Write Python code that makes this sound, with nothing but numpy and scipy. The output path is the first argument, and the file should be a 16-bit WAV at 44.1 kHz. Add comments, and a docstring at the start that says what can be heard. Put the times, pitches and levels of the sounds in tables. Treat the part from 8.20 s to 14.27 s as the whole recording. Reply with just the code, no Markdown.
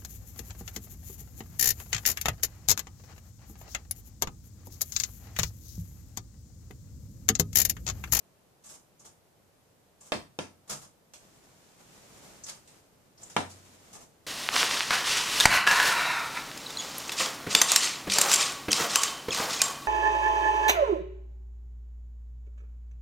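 """A woodpecker knocks three times on a steel-barred window, heard from inside a small room.
Each blow bends the pane, rattles it in its frame and sets the bars ringing. Around the blows
its claws scuff and squeak, and there are a few light taps. Clothing rustles as someone carries
a phone, and a quiet hum from outdoors comes through the glass all the while."""
import sys
import numpy as np
from scipy import signal
from scipy.fft import rfft, irfft, next_fast_len
from scipy.io import wavfile
from scipy.ndimage import uniform_filter1d

SR = 44100
rng = np.random.default_rng(int(sys.argv[2]) if len(sys.argv) > 2 else 0)


def dump_mix(stems):
    """Bounce the given channels to the path in sys.argv[1] as a 16-bit WAV at rate SR."""
    frames = np.atleast_2d(stems).T  # one column per channel
    limited = np.clip(frames, -1, 1)  # hard clip at full scale
    pcm = np.round(limited * 32767).astype(np.int16)
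    wavfile.write(sys.argv[1], SR, pcm)


N = 267510
TOP_HZ = 14750


def undb(db):
    """Turn decibels into a number to multiply a sound by."""
    return 10 ** (np.asarray(db) / 20)


def lookup(points, hz):
    """Read between (frequency, value) points, giving every octave the same width."""
    f, value = np.transpose(points)
    return np.interp(np.log(np.maximum(hz, 1)), np.log(f), value)


def wander(rate_hz):
    """A smooth random drift, usually between about -1 and 1."""
    step = max(int(SR / rate_hz), 1)
    x = uniform_filter1d(np.repeat(rng.standard_normal(N // step + 1), step), step)[:N]
    return x / x.std()


def ring(modes, t, scatter_db=0, apart=0):
    """A struck thing rings in fading tones (modes), each reaching an ear up to `apart` cycles late."""
    sound = 0
    for hz, db, t60 in modes:  # t60 is the time to fade by 60 dB
        strength = undb(db + scatter_db * rng.uniform(-1.24, 1))
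        fade = np.exp(-np.log(1000) * t / t60)
        lag = apart * rng.random((2, 1))
        sound = sound + strength * fade * np.sin(2 * np.pi * (hz * t - lag))
    return sound


def add(track, s, sound):
    """Mix a sound into the track, starting at s seconds."""
    i = int(s * SR)
    track[:, i:i + sound.shape[-1]] += sound[..., :N - i]


# how alike the two ears hear a noise (1 is identical): f/Hz, likeness
EAR_LIKENESS = [(60, 0.68), (125, 0.65), (250, 0.63), (500, 0.44), (1000, 0.059), (4000, 0.039)]


def noise(colour, size):
    """Stereo noise, alike in both ears in the bass; its colour sets how strong each frequency is."""
    padded = next_fast_len(size)
    hz = np.fft.rfftfreq(padded, 1 / SR)
    alike = np.clip(lookup(EAR_LIKENESS, hz), -1, 1)
    mid, side = np.exp(2j * np.pi * rng.random((2, len(hz))))
    pair = mid * np.sqrt(1 + alike) + np.array([[1], [-1]]) * side * np.sqrt(1 - alike)
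    x = irfft(pair * undb(lookup(colour, hz)) * (hz > 20) * (hz < TOP_HZ), padded)[:, :size]
    return x / x.std()


# colour of the room's echo: f/Hz, level/dB
TAIL_COLOUR = [(50, -0.5), (160, 7.5), (400, 5.5), (1000, 5.5), (2500, 2.5), (5000, 0.5), (8000, 2),
               (10500, -0.5), (14000, -7)]
# how long that echo lasts: f/Hz, fade time/s
TAIL_FADE = [(100, 0.4), (400, 0.29), (1500, 0.28), (4000, 0.26), (8000, 0.27), (14000, 0.41)]
# first echoes off the window recess and floor: left delay/s, right delay/s, gain
FIRST_ECHOES = [(.0022, .0024, 0.32), (.0042, .0041, 0.18), (.0060, .0059, .42)]


def room(x, direct_db, wet_db, build_s):
    """A sound arrives directly, then as three quick echoes and a fading wash of many more (wet_db)."""
    t = np.arange(SR // 2) / SR
    hz = np.fft.rfftfreq(len(t), 1 / SR)
    spectrum, tail = rfft(noise(TAIL_COLOUR, len(t))), 0
    for centre, t60 in TAIL_FADE:
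        band = lookup([(f, float(f == centre)) for f, _ in TAIL_FADE], hz)
        tail = tail + irfft(spectrum * band, len(t)) * np.exp(-np.log(1000) * t / t60)
    tail *= 1 - np.exp(-t / build_s)
    response = undb(wet_db) * tail / np.sqrt(np.sum(tail ** 2) / 2)
    response[:, 0] += undb(direct_db)
    for left_s, right_s, gain in FIRST_ECHOES:
        response[[0, 1], [int(left_s * SR), int(right_s * SR)]] += gain * undb(direct_db)
    return signal.fftconvolve(x, response, axes=1)[:, :x.shape[-1]]


# colour of the outdoor hum: f/Hz, level/dB
HUM_COLOUR = [(25, -13), (45, -11.5), (85, -3), (150, -1.5), (260, -7), (400, -6), (600, -6.5), (1000, -13),
              (1800, -18.5), (3500, -22), (8000, -23.5), (14500, -25)]


def outdoors(level_db=-64.5):
    """A dull, steady hum comes through the closed window, with a thin hiss on top."""
    return noise(HUM_COLOUR, N) * undb(level_db)


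CARRIED_FROM_S = 3.0
# sweeps of clothing: start/s, fullest/s, end/s, level/dB, swell from either end to the fullest/dB
CLOTH_SWEEPS = [(2.99, 4.1, 4.61, -56, 9), (4.964, 5.723, 5.83, -59.3, 1.8)]


def sliding(held_db=-81, carried_db=-73.5, attack_s=0.037, release_s=0.037, peakedness=1.7):
    """How hard the fabric slides: never quite still, more once the phone is carried, most in sweeps."""
    t = np.arange(N) / SR
    power = undb(np.where(t < CARRIED_FROM_S, held_db, carried_db)) ** 2
    for start, fullest, end, db, swell_db in CLOTH_SWEEPS:
        moving = np.clip((t - start) / attack_s, 0, 1) * np.exp(-np.maximum(t - end, 0) / release_s)
        up_and_down = np.interp(t, [start, fullest, end], [0, 1, 0])
        arc = np.sin(np.pi / 2 * up_and_down ** peakedness) ** 2
        power = power + (moving * undb(db - swell_db * (1 - arc))) ** 2
    return np.sqrt(power)


# colours of the fabric's fine hiss and its dull rub: f/Hz, level/dB
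HISS_COLOUR = [(400, -17), (1000, -0.5), (2000, -2.5), (4500, -4), (7000, -0.5), (9000, -5.5),
               (14500, -17.5)]
RUB_COLOUR = [(30, -15.5), (90, -7), (170, -4), (350, -8.5), (700, -10), (1400, -20), (4000, -29.5)]


def clothing(flutter_db=1.0, grain_db=0.5, rub_db=-1.16, arm_db=-69, uneven_db=0.7):
    """Fabric slides over fabric: a fine hiss above a soft, uneven rub."""
    slide = sliding()
    carrying_arm = undb(arm_db) * (np.arange(N) / SR > CARRIED_FROM_S)
    rub = np.hypot(undb(rub_db) * slide, carrying_arm) * undb(uneven_db * wander(7.9))
    drag = undb(flutter_db * wander(24.79) + grain_db * wander(500))
    return drag * (slide * noise(HISS_COLOUR, N) + rub * noise(RUB_COLOUR, N))


# colours of a scratch, the hollow frame and a claw's crackling edge: f/Hz, level/dB
SCRATCH_COLOUR = [(900, -26), (2000, -16), (3200, -12.5), (4500, -12.5), (6000, -1.5), (7300, -1),
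                  (9000, -6), (11500, -11.5), (14500, -18)]
FRAME_COLOUR = [(60, -6), (150, 2), (400, -3), (800, 1), (1300, -3.5), (1800, -11.5), (3000, -12),
                (6000, -27)]
CRACKLE_COLOUR = [(600, -3.5), (1300, 6), (1900, 1.5), (2800, 3.5), (5000, 11), (9000, -18), (14000, -15)]
# scuffs: t/s, level/dB, length/s, frame/dB, crackle/dB, second foot later by/s, and louder by/dB
CLAW_SCUFFS = [(0.438, -51.5, 0.07, -11, -12.5, .05, 3.5), (0.797, -54, 0.024, -6.5, -14, 0.051, 4.5),
               (1.804, -55.5, 0.047, -8.5, -14, 0.046, 2), (2.4934, -34, 0.041, -7, -6, 0.12, -17),
               (4.261, -42, 0.016, -11, -2, .02, 4.5), (5.012, -51, 0.015, -3, -14, 0.045, -5),
               (5.293, -47.5, 0.016, -18, -8, .016, -1), (5.728, -45.5, .036, -5, -9, .074, -7.5)]


def scuffs(grit_db=3.0, graze_s=0.016, graze_db=-19.5, edge_s=0.0044, release_s=0.0055, slowing_db=5.5):
    """One foot slides, then the other: each claw brushes, bites and slows, and the frame answers."""
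    out = np.zeros((2, N))
    t = np.arange(SR // 5) / SR - graze_s  # the claw bites at t = 0
    for s, db, length_s, frame_db, crackle_db, later_s, second_db in CLAW_SCUFFS:
        bite = np.clip(t / edge_s, undb(graze_db), 1)
        slowing = undb(-slowing_db * np.maximum(t, 0) / length_s)
        contact = bite * slowing * np.exp(-np.maximum(t - length_s, 0) / release_s)
        for start, foot_db in (s, db), (s + later_s, db + second_db):
            scratch = noise(SCRATCH_COLOUR, len(t))
            frame = undb(frame_db) * noise(FRAME_COLOUR, len(t))
            crackle = undb(crackle_db) * noise(CRACKLE_COLOUR, len(t))
            add(out, start - graze_s, undb(foot_db) * contact * (scratch + frame + crackle))
    return room(out * undb(grit_db * wander(600)), direct_db=-4.5, wet_db=-5.0, build_s=0.00083)


# thin squeaks: t/s, level/dB, f/Hz, time to swell/s
CLAW_SQUEAKS = [(0.457, -51.5, 7340, 0.0079), (0.794, -56.5, 6650, 0.0049), (1.808, -53.5, 7400, 0.0047),
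                (4.2366, -39, 6500, 0.0042), (4.292, -65, 2760, 0.011), (4.975, -58.5, 5354, 0.0066),
                (5.03, -43.5, 7150, 0.0039), (5.305, -60, 4600, 0.0057)]


def squeaks(drop_db_per_half_octave=19):
    """A claw slips and sings briefly: noise gathered closely around one pitch."""
    out = np.zeros((2, N))
    t = np.arange(SR // 10) / SR
    for s, db, hz, swell_s in CLAW_SQUEAKS:
        band = [(hz * 2 ** (k / 2), -drop_db_per_half_octave * abs(k)) for k in range(-3, 4)]
        swell = t / swell_s * np.exp(1 - t / swell_s)
        add(out, s, undb(db) * noise(band, len(t)) * swell)
    return room(out, direct_db=0.5, wet_db=-4, build_s=0.0067)


# faint taps: t/s, level/dB, f/Hz of the tapped spot, knock/dB
LIGHT_TAPS = [(0.8464, -47, 860, -5), (2.499, -37.5, 1285, 6), (2.936, -37, 670, -9),
              (4.4753, -44.5, 1360, -16), (5.0992, -39, 1090, -23)]


def taps(click_s=0.0022, crackle_db=-4, knock_fade_s=0.014):
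    """Light taps at the window, one as the bird lands: a dry click and a tiny knock."""
    out = np.zeros((2, N))
    t = np.arange(SR // 10) / SR
    for s, db, hz, knock_db in LIGHT_TAPS:
        grit = noise(SCRATCH_COLOUR, len(t)) + undb(crackle_db) * noise(CRACKLE_COLOUR, len(t))
        click = grit * np.exp(-t / click_s)
        knock = ring([(hz, knock_db, knock_fade_s)], t)
        add(out, s, undb(db) * (click + knock))
    return room(out, direct_db=-8, wet_db=-1, build_s=0.0015)


# tones of the rattling glass, the bars and frame, and the whole pane: f/Hz, level/dB, fade time/s
RATTLE_TONES = [(740, -4.5, 0.015), (1010, 0, 0.014), (1328, 1.5, 0.0096), (1725, 1.5, 0.011),
                (2390, 1.5, 0.01), (2684, -2, 0.016), (3185, -2.5, 0.017), (3650, -1.5, 0.014)]
BAR_TONES = [(174.6, -11, 0.12), (234, -7, 0.17), (269, 7.5, 0.25), (330, -12, 0.16), (416, 1, 0.19),
             (545, 11.5, 0.082), (606, 16.5, 0.14), (710, 6, 0.25), (790, -7, 0.2), (896, 2, 0.28),
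             (992, 6, 0.25), (1136, -13, 0.37), (1313, -15.5, 0.54), (1380, 1, 0.2), (1730, -9, 0.16),
             (2020, -6, 0.14), (2100, -3, 0.19), (2630, -18, .15), (2820, -5, 0.18), (3530, -28, .14)]
PANE_TONES = [(93.4, -1, 0.92), (98.5, -11, 0.43)]
# colour of the beak's sharp tick: f/Hz, level/dB
TICK_COLOUR = [(1500, 6.5), (4000, 9.5), (7500, 5.5), (10000, -3.5), (14500, -16)]
# blows: t/s, level/dB, bend f/Hz, rattle/dB, rattle f/Hz, tick/dB, bars/dB, boom/dB
BEAK_BLOWS = [(1.9203, -14, 510, -8, 2340, -14.5, -31, -45),
              (2.1887, -18.5, 400, -10.5, 2840, -17, -29, -36.5),
              (5.1653, -7.5, 780, -10.5, 1331, -21.5, -31.5, -33.5)]


def knocks(bend_cycles=0.26, bass_cut_hz=150, rattle_rise_s=0.0013, rattle_slope_db=3,
           tick_s=0.0013, bars_rise_s=0.0051, boom_rise_s=0.013):
    """Each blow pushes the pane in and it springs back; the glass buzzes and the bars ring on."""
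    out = np.zeros((2, N))
    t = np.arange(SR) / SR
    # a small pane moves little air in the bass
    bass_cut = signal.butter(2, bass_cut_hz, "high", fs=SR, output="sos")
    for s, db, bend_hz, rattle_db, rattle_hz, tick_db, bars_db, boom_db in BEAK_BLOWS:
        bend = np.sin(2 * np.pi * bend_hz * t) * np.exp(-(bend_hz * t / bend_cycles) ** 2)
        # the struck spot favours the tones near its own pitch
        favoured = [(hz, tone_db - rattle_slope_db * np.log2(hz / rattle_hz) ** 2, t60)
                    for hz, tone_db, t60 in RATTLE_TONES]
        rattle = ring(favoured, t, apart=0.92) * (1 - np.exp(-(t / rattle_rise_s) ** 2))
        blow = signal.sosfilt(bass_cut, bend + undb(rattle_db) * rattle)
        tick = undb(tick_db) * noise(TICK_COLOUR, len(t)) * np.exp(-t / tick_s)
        # every spot has its own paths through the room; the tick comes back late off the far wall
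        crack = room(blow, direct_db=4.5, wet_db=-2.5, build_s=0.001)
        crack += room(tick, direct_db=6, wet_db=7, build_s=0.0094)
        # the bars and the whole pane take a moment to start swinging
        bars = ring(BAR_TONES, t, scatter_db=5.5, apart=0.63) * (1 - np.exp(-t / bars_rise_s))
        boom = ring(PANE_TONES, t) * (1 - np.exp(-t / boom_rise_s))
        add(out, s, undb(db) * (crack + undb(bars_db) * bars + undb(boom_db) * boom))
    return out


def scene():
    """The bird at the window, over the rustle and the hum."""
    return knocks() + scuffs() + squeaks() + taps() + clothing() + outdoors()


def record(dry):
    """The phone cuts off the very highest treble."""
    treble_cut = signal.ellip(10, 0.2, 70, TOP_HZ, fs=SR, output="sos")
    return signal.sosfilt(treble_cut, dry)


dry = scene()
out = record(dry)
dump_mix(out)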